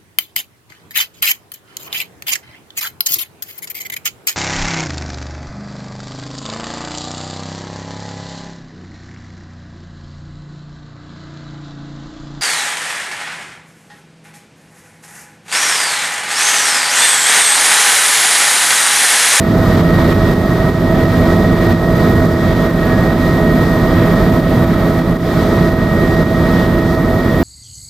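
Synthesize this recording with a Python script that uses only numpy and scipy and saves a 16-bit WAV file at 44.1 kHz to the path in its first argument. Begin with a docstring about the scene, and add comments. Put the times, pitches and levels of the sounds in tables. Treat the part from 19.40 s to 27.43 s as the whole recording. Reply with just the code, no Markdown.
"""Turbine helicopter cabin in cruise

Main rotor, tail rotor and gearbox are sine lines locked to one gear-mesh pitch.
Air and engine roar is shaped noise; the compressor is a blurred whistle near 13.5 kHz; one faint chirp slides down.
The whole level keeps dropping suddenly and creeping back; a limiter holds the peaks.
"""
import sys
import numpy as np
from scipy import signal
from scipy.fft import rfft, irfft
from scipy.io import wavfile
from scipy.ndimage import uniform_filter1d, minimum_filter1d

SR = 44100
rng = np.random.default_rng(int(sys.argv[2]) if len(sys.argv) > 2 else 0)


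def dump_mix(stems):
    """Bounce the given channels to the path in sys.argv[1] as a 16-bit WAV at rate SR."""
    frames = np.atleast_2d(stems).T  # one column per channel
    limited = np.clip(frames, -1, 1)  # hard clip at full scale
    pcm = np.round(limited * 32767).astype(np.int16)
    wavfile.write(sys.argv[1], SR, pcm)


N = 354123
T = np.arange(N) / SR

# All source levels are ahead of level(), which moves them together.
# drive train: t/s, input gear mesh f/Hz, mesh whine level/dB, compressor whistle level/dB
DRIVE = [(0, 1883.2, -35, -54), (.9, 1882.5, -30.5, -55), (1.6, 1881.2, -32, -56),
         (2.4, 1881.2, -30.5, -50.5), (3.2, 1878.9, -29, -53), (4, 1876.1, -28.5, -51),
         (4.6, 1878.4, -31.5, -47), (5.3, 1883.2, -37.5, -48), (5.9, 1883.8, -35.5, -56),
         (6.5, 1880.7, -28.5, -54), (7.2, 1878.8, -28.5, -57), (8.03, 1880.1, -31, -46)]


def undb(db):
    """dB to amplitude gain."""
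    return 10 ** (np.asarray(db) / 20)


def curves(table):
    """Columns of a time table, linearly interpolated to one value per sample."""
    t_s, *columns = np.transpose(table)
    return [np.interp(T, t_s, column) for column in columns]


def walk(rate_hz):
    """Random levels held 1 / rate_hz and slewed twice; spread near 1."""
    hold = int(SR / rate_hz)
    steps = np.repeat(rng.standard_normal(N // hold + 1), hold)
    slewed = uniform_filter1d(uniform_filter1d(steps, hold), hold)
    return 1.21 * slewed[:N]


def tone(cycles, db, pan_db, waver_db, slip_rad, lead_rad=0.):
    """Stereo sine near rms level db with wandering size and phase; the left phase may lead."""
    phase = 2 * np.pi * (cycles + rng.random()) + slip_rad * walk(5)
    size = np.sqrt(2) * undb(db + waver_db * walk(4.04))
    left = undb(pan_db / 2) * np.sin(phase + lead_rad)
    right = undb(-pan_db / 2) * np.sin(phase)
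    return size * np.array([left, right])


def roar():
    """Air and engine noise coloured by the cabin; alike on both sides in the bass, nearly unrelated in the top."""
    # cabin colour: f/Hz, relative density/dB per Hz
    colour = np.array([(12, -24), (32, -10), (60, -12), (100, -1.5), (210, -2), (300, -6.5), (450, -10.5),
                       (800, -19), (1200, -19.5), (1400, -25.5), (2000, -28), (2750, -37), (3700, -32.5),
                       (7000, -45.5), (12000, -49), (15500, -55)])
    # ringing panels and ducts: f/Hz, width/Hz, gain over the roar/dB
    panels = [(100, 10, 2), (206, 19, 2), (629, 79, 4), (1226, 46, 2.5), (1292, 24, 4), (1477, 26, 5),
              (1875, 49, 10), (2320, 170, 2), (3340, 110, 3), (3900, 78, 2), (4720, 150, 1.5),
              (13500, 320, 17.5)]
    # stereo pair: f/Hz, likeness/0-1, left minus right/dB
    pair = np.array([(60, 0.98, -2.5), (250, 1, -1.5), (700, 0.9, -2), (1280, 0.91, -0.5),
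                     (2400, 0.63, -1.5), (4400, 0.63, 1), (8000, 0.5, 0.2), (14000, .1, 1.5)])
    roar_rms_db, buffet_db = -13.5, 1

    hz = np.maximum(np.arange(N // 2 + 1) * SR / N, 1)
    log_hz = np.log(hz)
    shape = undb(np.interp(log_hz, np.log(colour[:, 0]), colour[:, 1]))
    for centre_hz, width_hz, db in panels:
        detune = 2 * (hz - centre_hz) / width_hz
        shape *= np.sqrt(1 + (undb(2 * db) - 1) / (1 + detune ** 2))

    pair_log_hz = np.log(pair[:, 0])
    like = np.clip(np.interp(log_hz, pair_log_hz, pair[:, 1]), 0, 1)
    pan_db = np.interp(log_hz, pair_log_hz, pair[:, 2])
    noise = rfft(rng.standard_normal((2, N))) * shape
    mid, side = noise * np.sqrt([1 + like, 1 - like])
    both = np.array([(mid + side) * undb(pan_db / 2), (mid - side) * undb(-pan_db / 2)])

    # slow heave of the deepest rumble
    deep = 1 / (1 + (hz / 130) ** 4)
    out = undb(buffet_db * walk(1.49)) * irfft(both * deep, N)

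    # gusts round the doors: octave bands flutter partly together, partly alone; the lowest band barely moves
    both *= 1 - deep
    octave = np.clip(np.log2(hz / 700), 0, 4)
    gust = 0.98 * walk(7)
    for k, flutter_db in enumerate([0.11, 1.0, 0.99, 1.0, 0.7]):
        band = np.maximum(1 - abs(octave - k), 0)
        out = out + undb(flutter_db * (walk(13) + gust)) * irfft(both * band, N)
    return out * undb(roar_rms_db) / np.sqrt(np.mean(out ** 2))


def chirp():
    """One short faint sine that slides down, under a half-sine envelope."""
    # start t/s, length/s, from f/Hz, to f/Hz, level/dB
    start_s, length_s, from_hz, to_hz, db = (3.4, 0.25, 1702, 1672, -35)
    part = np.clip((T - start_s) / length_s, 0, 1)
    cycles = np.cumsum(from_hz + (to_hz - from_hz) * part) / SR
    return np.sin(np.pi * part) * tone(cycles, db, -2, waver_db=.6, slip_rad=.2)


def compressor():
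    """Blade-passing whistle blurred by turbulent intake air; the governor spools it up while the drive runs slow."""
    start_hz, governed_mesh_hz = 13515, 1879.9
    spool_per_s = 17.5  # Hz/s gained per Hz of mesh below governed pitch
    mesh_hz, _, db = curves(DRIVE)
    hz = start_hz + spool_per_s * np.cumsum(governed_mesh_hz - mesh_hz) / SR
    cycles = np.cumsum(hz + 10 * walk(80)) / SR
    return tone(cycles, db + 3 * walk(45), 1.5, waver_db=2.0, slip_rad=.5, lead_rad=1.3)


def drive_train():
    """Rotors, shafts and mesh side lines turn in fixed ratio to the gear mesh, so their pitches move together."""
    # main rotor and its ring gear: multiple of rotor turn, level/dB, left minus right/dB
    rotor_lines = [(6, -30, -3), (8, -27, -2), (9, -38, -2), (12, -33, -2), (14, -35, -2), (18, -34, -2),
                   (24, -33, -2), (27, -36, -2), (75, -41, -2), (94, -38, -3), (96, -36, -3), (98, -32, -6),
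                   (99, -37, -3), (100, -26, -4), (102, -39, -2), (104, -40, -3), (110, -47, -3),
                   (150, -42, -1), (196, -45, -4), (198, -35, -6), (200, -47, -5), (225, -43, -1)]
    # two-blade tail rotor: multiple of shaft turn, level/dB, left minus right/dB
    tail_lines = [(1, -33.5, -7), (2, -28, -3.5), (4, -20, -2.5), (6, -24.5, -1.5), (8, -24, -2),
                  (10, -31, -1.5), (12, -45.5, -2)]
    # other shafts and pumps: f/Hz at cruise, level/dB, left minus right/dB
    shaft_lines = [(98.9, -31, -3), (374.0, -35, -2), (395.9, -38, -2), (745.7, -43, -2), (749.4, -42, -2),
                   (1683, -50, -2), (4755, -61, 1), (6930, -65, 2)]
    # mesh side lines from uneven shafts: offset from mesh at cruise/Hz, level/dB, left minus right/dB
    side_lines = [(-98.6, -52, 0), (-50.2, -53, -2), (-25.6, -49, 0), (-20.2, -49, -1), (25.9, -46, -4),
                  (43.4, -44, -7), (70.5, -47, -2)]
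    mesh_per_rotor_turn, mesh_per_tail_turn = 289.3, 44.7
    cruise_mesh_hz, gear_throb = 1879.5, .3

    mesh_hz, whine_db, _ = curves(DRIVE)
    mesh = np.cumsum(mesh_hz) / SR  # cycles
    rotor_turns = mesh / mesh_per_rotor_turn
    out = tone(mesh, whine_db, -4.5, waver_db=.8, slip_rad=.3, lead_rad=.7)
    for k, db, pan_db in rotor_lines:
        # the ring gear runs slightly out of round: its hum throbs once a turn
        throb = 1 + (90 < k < 120) * gear_throb * np.cos(2 * np.pi * rotor_turns)
        out += throb * tone(k * rotor_turns, db, pan_db, waver_db=.7, slip_rad=.15)
    for k, db, pan_db in tail_lines:
        out += tone(k * mesh / mesh_per_tail_turn, db, pan_db, waver_db=0.94, slip_rad=0.35)
    for hz, db, pan_db in shaft_lines:
        out += tone(hz * mesh / cruise_mesh_hz, db, pan_db, waver_db=2.5, slip_rad=min(hz / 600, 3))
    for hz, db, pan_db in side_lines:
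        out += tone(mesh * (1 + hz / cruise_mesh_hz), db, pan_db, waver_db=1.0, slip_rad=0.6)
    return out


def level():
    """Gain with sudden drops that recover exponentially on a slow swell; random small drops are added."""
    # sudden drops: t/s, depth/dB
    deep_drops = [(0.01, 1.5), (0.414, 3), (0.731, 5), (0.94, 4), (1.302, 3.5), (1.658, 4), (1.946, 2),
                  (2.135, 3.5), (2.35, 4), (2.868, 3.5), (3.315, 3), (3.679, 1.5), (4.986, 2.5), (5.253, 4),
                  (5.602, 3), (5.772, 7), (6.293, 3), (6.448, 2), (6.834, 5.5), (7.401, 3), (7.555, 2)]
    # slow swell: t/s, level/dB ahead of a fixed 1.5 dB lift
    swell = [(0, -2), (.6, 2.5), (1.2, -1.5), (2, 2), (3.5, 0), (4.5, 0), (5.5, 1), (6.5, 0), (8.03, -0.5)]
    recover_s = .1  # time constant
    small_drops_per_s, small_drop_mean_db = 3, 1.8

    when, depth = rng.random((int(small_drops_per_s * N / SR), 2)).T
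    small_drops = list(zip(when * N / SR, 2 * depth * small_drop_mean_db))
    drop_db = 0
    for start_s, depth_db in list(deep_drops) + small_drops:
        recovery = np.exp(-np.maximum(T - start_s, 0) / recover_s)
        drop_db = drop_db + depth_db * (T >= start_s) * recovery
    return undb(curves(swell)[0] + 1.5 - uniform_filter1d(drop_db, size=100))


def scene():
    """Sum of the sources under one common level."""
    return (roar() + chirp() + compressor() + drive_train()) * level()


def record(dry):
    """Limiter with 5 ms look-ahead, one gain for both sides, then a steep low-pass."""
    ceiling, top_hz = .99, 15680
    need = np.minimum(1, ceiling / (np.abs(dry).max(axis=0) + 1e-9))
    held = minimum_filter1d(need, size=441)
    gain = uniform_filter1d(uniform_filter1d(held, size=221), size=221)
    low_pass = signal.ellip(12, .2, 80, top_hz, fs=SR, output="sos")
    return signal.sosfilt(low_pass, dry * gain)


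dry = scene()
out = record(dry)
dump_mix(out)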